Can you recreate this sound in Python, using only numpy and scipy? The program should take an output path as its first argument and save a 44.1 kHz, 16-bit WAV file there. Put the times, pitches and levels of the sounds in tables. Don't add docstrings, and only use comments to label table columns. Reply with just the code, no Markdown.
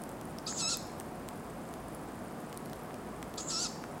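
import sys
import numpy as np
from scipy import signal
from scipy.fft import rfft, irfft, next_fast_len
from scipy.io import wavfile
from scipy.ndimage import map_coordinates

SR = 44100
rng = np.random.default_rng(int(sys.argv[2]) if len(sys.argv) > 2 else 0)


def to_wav(s):
    ch = np.atleast_2d(s).T
    pcm = np.round(np.clip(ch, -1, 1) * 32767)
    wavfile.write(sys.argv[1], SR, pcm.astype(np.int16))


N = 176400


def amp(db):
    return 10 ** (np.asarray(db) / 20)


def unit(x):
    return x / np.sqrt(np.mean(np.abs(x) ** 2) + 1e-20)


def curve_at(points, hz):
    freq_hz, values = np.transpose(points)
    return np.interp(np.log(hz + 1), np.log(freq_hz + 1), values)


def filtered(x, response):
    size = next_fast_len(N + 8192)
    return irfft(rfft(x, size) * response(np.fft.rfftfreq(size, 1 / SR)), size)[..., :N]


def noise(spectrum):
    return unit(filtered(rng.standard_normal(N), lambda hz: amp(curve_at(spectrum, hz))))


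def wobble(knots_per_s, t):
    return unit(map_coordinates(rng.standard_normal(8192), [(t - t[0]) * knots_per_s], mode='wrap'))


def flutter(knots_per_s, t):
    return unit(wobble(knots_per_s, t) + 1j * wobble(knots_per_s, t))


def phasor(hz):
    return np.exp(2j * np.pi * np.cumsum(hz) / SR)


def night():
    # freq_hz, relative_db
    rumble_spectrum = [(12, -54), (20, -12), (30, -22), (43, -12.5), (59, -15), (81, -8), (126, -6),
                       (154, -2), (188, -3.5), (234, 0), (262, -3.5), (341, -4), (382, -6), (581, -8),
                       (742, -7.5), (829, -10), (1080, -12), (2570, -27.5), (4000, -34), (5200, -34),
                       (8800, -120)]
    air_spectrum = [(1500, -30), (3000, -17), (5000, -0.5), (7000, 3), (9000, 4.5), (12000, -1),
                    (15800, -1.5)]
    # pitch_hz, level_db, wavers_per_s
    drones = [(54.6, -62, 9.2), (164.8, -61.5, 6.03), (721.5, -60.5, 22)]
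    t = np.arange(N) / SR
    hums = sum(amp(level_db) * unit((flutter(wavers_per_s, t) * np.exp(2j * np.pi * pitch_hz * t)).real)
               for pitch_hz, level_db, wavers_per_s in drones)
    return amp(-43.5) * noise(rumble_spectrum) + amp(-61.5) * noise(air_spectrum) + hums


def crackles():
    # start_s, ring_db, ring_hz, snap_db (before halving)
    near = [(.0190, -36.5, 9700, -41), (.0375, -38, 9000, -29), (.0920, -40, 7860, -33),
            (.2130, -42, 3980, -30.5), (0.255, -38, 10000, -44), (0.3862, -28.5, 5540, -29.5),
            (0.5254, -31, 1750, -32), (.7712, -32, 10440, -22), (.8985, -40, 2100, -52),
            (0.9999, -26, 8570, -24.5), (1.0082, -34.5, 1880, -31), (1.2879, -46, 6860, -23.5),
            (1.7390, -35, 9600, -30.5), (1.884, -40, 8600, -37), (1.949, -33.5, 10800, -41),
            (2.1200, -44, 8800, -47), (2.5280, -36, 1890, -27), (2.5747, -29.5, 9500, -27),
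            (2.6590, -51, 4500, -33), (2.698, -43, 5000, -36), (2.7324, -39, 2900, -27),
            (2.908, -35, 1670, -46), (2.943, -44, 2500, -33.5), (3.2281, -30, 1860, -26.5),
            (3.3405, -49, 5540, -31.5), (3.8397, -25, 1370, -33)]
    far_per_s, far_db, far_hz = 71, -51, 9400
    ring_t60_s, ring_extra_cycles = 0.0043, 0.7
    snap_t60_s, snap_width_oct = 0.0038, 1.7
    far = [(when * N / SR, far_db - 2.5 * np.log(rank + 0.0085), far_hz * 2 ** (0.67 * (pitch - .5)),
            far_db) for when, rank, pitch in rng.random((int(far_per_s * N / SR), 3))]
    out = np.zeros(N + SR)
    t = np.arange(1024) / SR
    hz = np.fft.rfftfreq(len(t), 1 / SR) + 1
    for start_s, ring_db, ring_hz, snap_db in near + far:
        t60_s = ring_t60_s + ring_extra_cycles / ring_hz
        ring = amp(ring_db - 60 * t / t60_s) * np.sin(2 * np.pi * ring_hz * t)
        rolloff = 1 + (np.log2(hz / ring_hz) / snap_width_oct) ** 2
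        grit = unit(irfft(rfft(rng.standard_normal(len(t))) / rolloff))
        fade = amp(-60 * t / snap_t60_s)
        grit_rms = np.linalg.norm(fade * grit) / np.linalg.norm(fade)
        snap = 0.5 * amp(snap_db) * fade * grit / grit_rms
        out[round(start_s * SR):][:len(t)] += ring + snap
    return out[:N]


def chopped_whistle(whistle, voice, chop, rough, t):
    orders = [-1, 0, 1, 2, 3, 4]
    weights_db = [-1.5, 0.5, 0.5, 1.5, 0.5, 0]
    shimmer_db, shimmer_per_s, rasp_per_s = 2.3, 150, 1400
    squeal, power = 0, 0
    for order, weight_db in zip(orders, weights_db):
        gain = amp(weight_db) * (chop if order else 1)
        purity = (1 - rough) ** (1 + 0.2 * order * (order - 1) * (order > 0))
        clear = np.sqrt(purity) * unit(amp(shimmer_db * wobble(shimmer_per_s, t)))
        rasp = np.sqrt(1 - purity) * flutter(rasp_per_s, t)
        squeal += gain * whistle * voice ** order * (clear + rasp)
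        power += gain ** 2
    return squeal.real * np.sqrt(2 / power)


def throat(x, edge_hz):
    # freq_hz, gain_db
    resonance = [(1000, -10), (2500, 7.5), (3800, 1.5), (5100, 0.5), (5900, -6.5), (6800, 1), (7900, 0),
                 (8600, -13.5), (10500, -15.5), (12000, -29), (16000, -32)]
    leak_db = -20

    def response(hz):
        highpass = 1 / (1 + (edge_hz / (hz + 1)) ** 12)
        return amp(curve_at(resonance, hz)) * (amp(leak_db) + highpass)
    return filtered(x, response)


def begging_call(contour, edge_hz):
    # freq_hz, relative_db
    breath_spectrum = [(1000, -25), (2500, 12), (4300, 12.5), (7500, -7), (10000, -17), (16000, 21)]
    lock_range_hz, voice_jitter_hz, whistle_jitter_hz, jitter_per_s = 75, 5, 55, 400
    time_s, *columns = np.transpose(contour)
    span = np.arange(int(time_s[0] * SR), int(time_s[-1] * SR))
    t = span / SR
    whistle_hz, voice_hz, whistle_db, voice_db, chop, rough = [np.interp(t, time_s, c) for c in columns]
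    chop, rough = np.clip(chop, .01, 1.5), np.clip(rough, .01, .98)
    locked = abs(whistle_hz - 4 * voice_hz) < lock_range_hz
    whistle_hz = np.where(locked, 4 * voice_hz, whistle_hz)
    voice = phasor(voice_hz + voice_jitter_hz * wobble(jitter_per_s, t))
    whistle = phasor(whistle_hz + whistle_jitter_hz * np.sqrt(rough) * wobble(jitter_per_s, t))
    squeal = chopped_whistle(whistle, voice, chop, rough, t)
    breath = amp(3.5) * np.sqrt(rough * chop) * noise(breath_spectrum)[span]
    octave = amp(3) * (1 - rough) ** 2.8 * voice ** 2
    high, low = np.zeros((2, N))
    high[span] = amp(whistle_db) * (squeal + breath)
    low[span] = amp(voice_db) * (voice + octave).real
    return throat(high, edge_hz) + low


def owl():
    # time_s, whistle_hz, voice_hz, whistle_db (before throat), voice_db, chop, roughness
    first_call = [(.462, 3817, 1124, -60, -67, .3, .35), (.469, 4780, 1212, -38, -51, 0, 0.3),
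                  (.482, 5280, 1298, -34.5, -40.5, 1, 0.42), (.497, 6550, 1340, -39, -54, 0.7, .55),
                  (.510, 6670, 1321, -37, -64, 0.3, .4), (.528, 7000, 1318, -48, -75, .08, 1),
                  (.556, 7300, 1329, -43, -75, 0.44, 1.1), (.582, 6650, 1340, -35, -62, 0.4, 0.7),
                  (.604, 5740, 1375, -33, -50, 0.85, .65), (.624, 5260, 1315, -33.5, -45, 0.64, 0.02),
                  (.660, 5212, 1281, -33.5, -49, 0.4, 0), (.688, 5380, 1348, -31.5, -45, 0.94, 0.04),
                  (.702, 5830, 1361, -33, -47, 0.7, .7), (.718, 5830, 1423, -31.5, -43, 0.7, 0.5),
                  (.744, 5030, 1284, -33, -44.5, 1, 0.05), (.757, 4780, 1260, -49, -67, 1, .6)]
    second_call = [(3.373, 3400, 1147, -55, -67, .2, .4), (3.381, 4700, 1210, -36.5, -45.5, 0.54, .4),
                   (3.394, 5900, 1300, -43, -46, 1, .6), (3.407, 6750, 1308, -36.5, -62, 0.55, 0.57),
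                   (3.428, 7000, 1284, -50, -75, 0.12, .95), (3.458, 7300, 1320, -56, -75, 0.063, 1),
                   (3.487, 7050, 1333, -39.5, -66, 0.19, 0.54), (3.508, 6100, 1377, -33.5, -51, 0.97, 0.44),
                   (3.530, 5480, 1323, -35, -47, 0.41, 0.49), (3.556, 5290, 1299, -33.5, -43, 0.22, .42),
                   (3.584, 5400, 1355, -34.5, -45, 0.25, .37), (3.604, 5920, 1387, -34, -47, 0.62, .45),
                   (3.630, 6250, 1456, -31.5, -51, 0.57, 0.4), (3.646, 5970, 1400, -32, -46, 0.45, .37),
                   (3.659, 5150, 1285, -36, -42, .5, 0.26), (3.672, 4700, 1225, -41, -62, 0.76, .65)]
    return trunk(begging_call(first_call, edge_hz=3230)) + trunk(begging_call(second_call, edge_hz=3170))


def trunk(x):
    delays_s = rng.uniform(0.0026, 0.024, size=8)
    reflections = sum(np.pad(x, (int(delay_s * SR), 0))[:N] for delay_s in delays_s)
    return x + amp(-12) * reflections / np.sqrt(len(delays_s))


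def woods(x):
    # freq_hz, t60_s
    decay = [(500, .5), (3000, 0.53), (5500, 0.68), (8000, 0.53), (15000, .25)]
    hz, t, spectrogram = signal.stft(rng.standard_normal(SR), SR, nperseg=256)
    fade = amp(-60 * t / curve_at(decay, hz)[:, None])
    _, tail = signal.istft(spectrogram * fade, SR, nperseg=256)
    impulse = np.pad(tail, (SR // 200, 0)) / np.linalg.norm(tail)
    return signal.fftconvolve(x, impulse)[:N]


def scene():
    calls = owl()
    ticks = crackles()
    echo = woods(amp(-12.5) * calls + amp(-16) * ticks)
    mono = calls + ticks + echo + night()
    return np.array([mono, mono])


def record(dry):
    cutoff_hz = 15900
    return filtered(dry, lambda hz: hz < cutoff_hz)


dry = scene()
out = record(dry)
to_wav(out)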